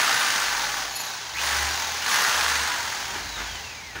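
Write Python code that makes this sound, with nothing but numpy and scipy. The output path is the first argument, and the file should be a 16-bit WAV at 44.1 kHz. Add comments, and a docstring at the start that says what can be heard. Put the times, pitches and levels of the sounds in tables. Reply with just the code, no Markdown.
"""A rotary hammer drill coasts against the ceiling of a bare room, its whine falling and its hammer
rattling in step with the rotor. Near 1 s the steel bit binds and squeaks. The trigger is blipped at
1.35 s and again at 2 s; each time the brushes rasp and the motor speeds up. Then it winds down, and
from about 3.1 s the bit scrapes three times in the hole. Throughout, a low drone swells and fades
over a faint hum and the rumble of the building."""
import sys
import numpy as np
from scipy import signal
from scipy.fft import rfft, irfft, next_fast_len
from scipy.io import wavfile
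from scipy.ndimage import uniform_filter1d, map_coordinates

SR = 44100
rng = np.random.default_rng(int(sys.argv[2]) if len(sys.argv) > 2 else 0)


def transcribe(signal):
    """Save signal, clipped to [-1, 1], as a 16-bit WAV file at the path in sys.argv[1]."""
    frames = np.atleast_2d(signal).T
    limited = np.clip(frames, -1, 1)
    pcm = np.round(limited * 32767).astype(np.int16)
    wavfile.write(sys.argv[1], SR, pcm)


N = 176400

# Rotation of the motor. Each row: time in seconds, speed in turns per second.
ROTOR_SPEED = [(0, 352), (.15, 317), (.4, 263), (.8, 194), (1.05, 160), (1.32, 122), (1.35, 162),
               (1.41, 258), (1.45, 290), (1.52, 281), (2.0, 198), (2.08, 315), (2.17, 368), (2.4, 311),
               (2.65, 259), (2.95, 212), (3.2, 175), (3.6, 116), (4, 68)]
# Effort of the drill. Each row: time in seconds, relative levels in dB of rattle and of air and gears.
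EFFORT = [(0, -22, -29), (.2, -24, -28.5), (.5, -27, -30), (.8, -32, -32), (.95, -39.5, -35),
          (1.12, -37, -34.5), (1.33, -39, -38.5), (1.43, -27.5, -29), (1.55, -27, -29), (1.8, -32.5, -31),
          (2.02, -32.5, -33), (2.12, -24, -27), (2.5, -25, -29.5), (2.75, -29.5, -32.5), (3.05, -35.5, -34),
          (3.28, -40.5, -37.5), (3.55, -43, -38), (3.75, -46.5, -41.5), (4, -51, -45)]


def hammer_blows(speed, turns_per_blow=5.33, decay_s=.004, scatter_db=2.2):
    """Damped impacts: each turn of the crank starts an envelope that decays exponentially."""
    crank_turns = np.cumsum(speed) / SR / turns_per_blow
    strength = amp(scatter_db * rng.standard_normal(1000))[crank_turns.astype(int)]
    since_blow_s = (crank_turns % 1) * turns_per_blow / speed
    return strength * np.exp(-since_blow_s / decay_s)


def hammer_rattle(blows, level_db, chatter=.85):
    """Impact excitation: blows and irregular chatter drive the casing over a broad band."""
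    # Broad response of the casing. Each row: frequency in Hz, relative level in dB.
    casing_spectrum = [(60, -46), (200, -26), (390, -21.5), (500, -15.5), (650, -14), (850, -4), (1100, -1),
                       (1350, 0), (1680, 2), (1950, -1), (2300, -5.5), (4000, -7.5), (7000, -14),
                       (10000, -20), (16000, -32)]
    force = noise() * (blows + chatter * amp(1.26 * wobble(260)))
    return amp(level_db - .5) * coloured(force, casing_spectrum)


def air_and_gears(speed, blows, level_db):
    """Amplitude modulation: the blows pulse the rush of air and a high fizz, over the whirr of the gears."""
    # Spectra of air and gears, and of the fizz. Each row: frequency in Hz, relative level in dB.
    air_spectrum = [(40, -15), (150, -9), (500, -6), (850, 6), (1300, -6.5), (2400, 0.5), (3200, -1),
                    (4400, 1.5), (5500, 0), (6600, 2.5), (7900, -14), (10000, -15), (12000, -23),
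                    (14000, -31), (14700, -10), (16000, -9)]
    fizz_spectrum = [(2000, -17), (6000, 6), (8000, -10), (10500, 2), (13000, -8), (14100, -2), (14700, -1),
                     (16000, 3.5)]
    grit = (1 + .44 * blows) * amp(1.22 * wobble(500))
    air = amp(.5) * coloured(noise() * grit, air_spectrum)
    gears = amp(-9.5) * coloured(gear_mesh(speed), air_spectrum)
    fizz_db = -44.5 + 1.97 * (level_db - level_db.mean())  # swings about twice as far as the air
    fizz = coloured(noise() * grit * amp(3.6 * wobble(900)), fizz_spectrum)
    return amp(level_db) * (air + gears) + amp(fizz_db) * fizz


def gear_mesh(speed, harmonics=70, roughness=.014):
    """Transmission error: uneven teeth give many wavering harmonics of the rotor speed."""
    turns = np.cumsum(speed * (1 + roughness * wobble(90))) / SR
    draws = rng.random((harmonics, 2))
    return sum(np.sqrt(-np.log(chance)) * np.sin(2 * np.pi * (k * turns + phase))  # Rayleigh amplitudes
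               for k, (chance, phase) in enumerate(draws, 1))


def casing_resonance(x):
    """Modal superposition: narrow resonances of the casing add to the sound that drives them."""
    # Casing modes. Each row: frequency in Hz, bandwidth in Hz, peak gain of the mode alone in dB.
    modes = [(253.4, 8.2, -1), (399, 52, -5.5), (804, 15, -16), (946, 14, -9.5), (1714, 20, -25),
             (2002, 47, -9), (1554, 210, -14)]
    return filtered(x, lambda f: 1 + sum(amp(db) * 1j * f * width / (hz * hz - f * f + 1j * f * width)
                                         for hz, width, db in modes))


def fan(speed, air_db, flutter_hz=16, db_per_octave=12):
    """Rotational harmonics: fan tones sweep through the housing's response and weaken at low speed."""
    # Fan tones. Each row: multiple of the rotor speed, relative level in dB.
    orders = [(4, -9.5), (5, -26.5), (6, -15), (10, -11)]
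    # Transmission through the housing. Each row: frequency in Hz, gain in dB.
    housing = [(200, -22), (400, -21), (650, -27), (790, -1.5), (930, 2.5), (1100, -4.5), (1550, 1),
               (2100, -7.5), (4500, -21)]
    fan_db = air_db + db_per_octave * np.minimum(np.log2(speed / speed.mean()), 0)
    tones = np.zeros(N)
    for order, db in orders:
        hz = order * speed
        level_db = fan_db + db + along(housing, hz) + .83 * wobble(25.27)
        tones += amp(level_db) * tone(hz + flutter_hz * wobble(90))
    return tones


def motor_whine(speed, orders=(25, 32), width_hz=140):
    """High rotational orders: two ragged whines rise and fall in proportion to the rotor speed."""
    # Whine strength. Each row: speed in turns per second, levels in dB of the lower and upper whine.
    whine_levels = [(75, -46, -58), (116, -45, -68), (163, -44.5, -70), (188, -52, -67), (242, -61, -54),
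                    (271, -48, -44), (320, -56, -43), (368, -66, -45)]
    speeds, *levels = np.transpose(whine_levels)
    return sum(amp(np.interp(speed, speeds, db)) * narrow_noise(order * speed, width_hz)
               for order, db in zip(orders, levels))


def brush_rasp(speed, order=12, width_hz=520):
    """Sliding contact: the brushes rasp around a multiple of the rotor speed while the trigger is held."""
    # Trigger pulls. Each row: start in seconds, end in seconds, level of the brushes in dB.
    pulls = [(1.35, 1.415, -33), (2.0, 2.06, -37)]
    t = clock()
    held = sum(amp(db) * ((t > start) & (t < end)) for start, end, db in pulls)
    return uniform_filter1d(held, size=900) * narrow_noise(order * speed, width_hz)


def bit_squeak(waver_hz=36, flutter_db=2.5):
    """Stick-slip friction: the bit binds in the hole and sings in its modes with every slip."""
    # Modes of the steel bit. 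Each row: frequency in Hz, level in dB.
    modes = [(2568, -47), (4355, -38), (6930, -38.5), (10110, -42), (11294, -47), (11719, -52),
             (13281, -43), (14560, -52)]
    # Slips. Each row: time of the peak in seconds, length in seconds, gain in dB.
    slips = [(.93, .03, -10), (.964, .021, 3), (1.005, .033, 3), (1.055, .03, -5), (1.09, .035, -9)]
    envelope = sum(amp(db) * np.exp(-(2 * (clock() - peak) / length) ** 2) for peak, length, db in slips)
    ring = sum(amp(db + flutter_db * wobble(70)) * tone(hz + waver_hz * wobble(250)) for hz, db in modes)
    return envelope * ring


def bit_scrapes():
    """Friction and impact: the slowing bit grinds on the edge of the hole and bumps the ceiling."""
    # Scrapes. Each row: start, attack and decay in seconds, gains in dB of the grind and of the thud.
    strokes = [(3.13, 0.024, .06, -31.5, -54), (3.361, 0.025, 0.095, -33, -63),
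               (3.947, 0.01, 0.069, -35.5, -42)]
    # Resonances that the scraping rings. Each row: frequency in Hz, relative level in dB.
    modes = [(865, -13), (1470, -6.5), (1690, -8)]
    # Spectra of the grind and of the ceiling's thud. Each row: frequency in Hz, relative level in dB.
    grind_spectrum = [(60, -15), (400, -7.5), (600, -10), (900, -4.5), (1250, -5), (1550, -1), (2000, -4),
                      (3000, -9.5), (6500, -19), (9000, -30), (16000, -29)]
    thud_spectrum = [(40, -22), (110, 3), (200, -7), (300, -13), (400, -7), (550, -15), (1500, -28),
                     (16000, -70)]
    t = clock()
    ring = sum(amp(db) * narrow_noise(np.full(N, hz), width_hz=60) for hz, db in modes)
    grind = coloured(noise() * amp(2.3 * wobble(250)), grind_spectrum) + ring
    thud = coloured(noise(), thud_spectrum)
    scrapes = np.zeros(N)
    for start, attack, decay, grind_db, thud_db in strokes:
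        rise = np.clip((t - start) / attack, 0, 1)
        fall = np.exp(-np.maximum(t - start - attack, 0) / decay)
        scrapes += rise * fall * (amp(grind_db) * grind + amp(thud_db) * thud)
    return scrapes


def room(x, wet_db=-9, positions=14):
    """Reverberation: bare walls return decaying reflections whose pattern shifts as the microphone moves."""
    # Decay of the room. Each row: frequency in Hz, time to fall by 60 dB in seconds.
    reverb_times = [(100, .3), (1500, .28), (6000, .22), (14000, .16)]
    wet = np.zeros(N)
    place = clock() * (positions - 1) * SR / N
    for k in range(positions):
        hz, t, spectra = signal.stft(rng.standard_normal(SR // 2), SR, nperseg=256)
        decay = amp(-60 * t / along(reverb_times, hz)[:, None])
        tail = signal.istft(spectra * decay, SR, nperseg=256)[1]
        tail = np.pad(tail / np.linalg.norm(tail), (130, 0))  # 3 ms behind the direct sound
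        crossfade = np.sqrt(np.maximum(1 - abs(place - k), 0))
        wet += signal.fftconvolve(x * crossfade, tail)[:N]
    return (x + amp(wet_db) * wet) / np.hypot(1, amp(wet_db))


def background(hum_hz=117, hum_db=-60):
    """Superposition: a wandering low drone and a faint hum add to the rumble of the building."""
    # Course of the drone. Each row: time in seconds, frequency in Hz, level in dB.
    drone_course = [(0, 73, -64), (.3, 53.4, -77), (.48, 53, -51.5), (.95, 51.6, -56), (1.1, 58.5, -82),
                    (1.35, 66, -50.5), (1.64, 71.5, -35.5), (1.82, 75.6, -49), (1.95, 78.77, -54),
                    (2.2, 74.2, -65), (2.36, 74.5, -50), (2.6, 71.94, -40.5), (2.78, 70, -62),
                    (3.1, 52.77, -55), (3.4, 51.7, -43), (3.55, 53, -46), (3.67, 57, -71), (4, 59, -49)]
    # Spectrum of the rumble. Each row: frequency in Hz, relative level in dB.
    rumble_spectrum = [(25, -31), (50, -8), (80, 4), (130, -7.5), (250, -11.5), (600, -15), (2000, -8),
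                       (16000, -36)]
    # Swell of the rumble. Each row: time in seconds, level in dB.
    rumble_swell = [(0, -67), (1.1, -57), (2.7, -47), (3.2, -42), (4, -45.5)]
    drone_hz, drone_db = curves(drone_course)
    rumble_db, = curves(rumble_swell)
    hum = amp(hum_db + 1.1 * wobble(3.95)) * tone(hum_hz + 1.23 * wobble(4.92))
    return amp(drone_db) * tone(drone_hz) + hum + amp(rumble_db) * coloured(noise(), rumble_spectrum)


def amp(db):
    return 10 ** (np.asarray(db) / 20)


def unit_rms(x):
    return x / np.sqrt(np.mean(x ** 2) + 1e-20)


def clock():
    return np.arange(N) / SR


def noise():
    return rng.standard_normal(N)


def along(points, hz):
    """Interpolation of (Hz, value) points on a logarithmic frequency axis."""
    f, values = np.transpose(points)
    return np.interp(np.log(hz + 1), np.log(f + 1), values)


def curves(rows):
    """Linear interpolation: one value per sample for each column after the time."""
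    times, *columns = np.transpose(rows)
    return [np.interp(clock(), times, column) for column in columns]


def wobble(rate):
    """A smooth random curve with rate knots a second."""
    return map_coordinates(rng.standard_normal(N // 8), [clock() * rate + 2], mode="wrap")


def filtered(x, response):
    """Linear filtering: the spectrum of x times a function of frequency."""
    size = next_fast_len(N + SR // 2)
    return irfft(rfft(x, size) * response(np.fft.rfftfreq(size, 1 / SR)), size)[..., :N]


def coloured(x, spectrum):
    """Spectral shaping of x by (Hz, dB) points, at rms 1."""
    return unit_rms(filtered(x, lambda hz: amp(along(spectrum, hz))))


def tone(hz):
    """A sine of rms 1 whose phase is the integral of a pitch curve."""
    return np.sqrt(2) * np.sin(2 * np.pi * (np.cumsum(hz) / SR + rng.random()))


def narrow_noise(hz, width_hz):
    """Random modulation spreads a pitch curve into a narrow band of rms 1."""
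    phase = 2 * np.pi * np.cumsum(hz) / SR
    return unit_rms(wobble(width_hz) * np.cos(phase) + wobble(width_hz) * np.sin(phase))


def scene():
    """One rotor drives hammer, gears and motor; these and the bit sound in the room, heard at one point."""
    speed, = curves(ROTOR_SPEED)
    rattle_db, air_db = curves(EFFORT)
    blows = hammer_blows(speed)
    body = casing_resonance(hammer_rattle(blows, rattle_db) + air_and_gears(speed, blows, air_db))
    motor = fan(speed, air_db) + motor_whine(speed) + brush_rasp(speed)
    mono = room(body + motor + bit_squeak() + bit_scrapes()) + background()
    return np.array([mono, mono])


def record(dry, top_hz=15750):
    """Band limiting: an ideal low-pass filter removes the highest treble."""
    return filtered(dry, lambda hz: hz < top_hz)


dry = scene()
out = record(dry)
transcribe(out)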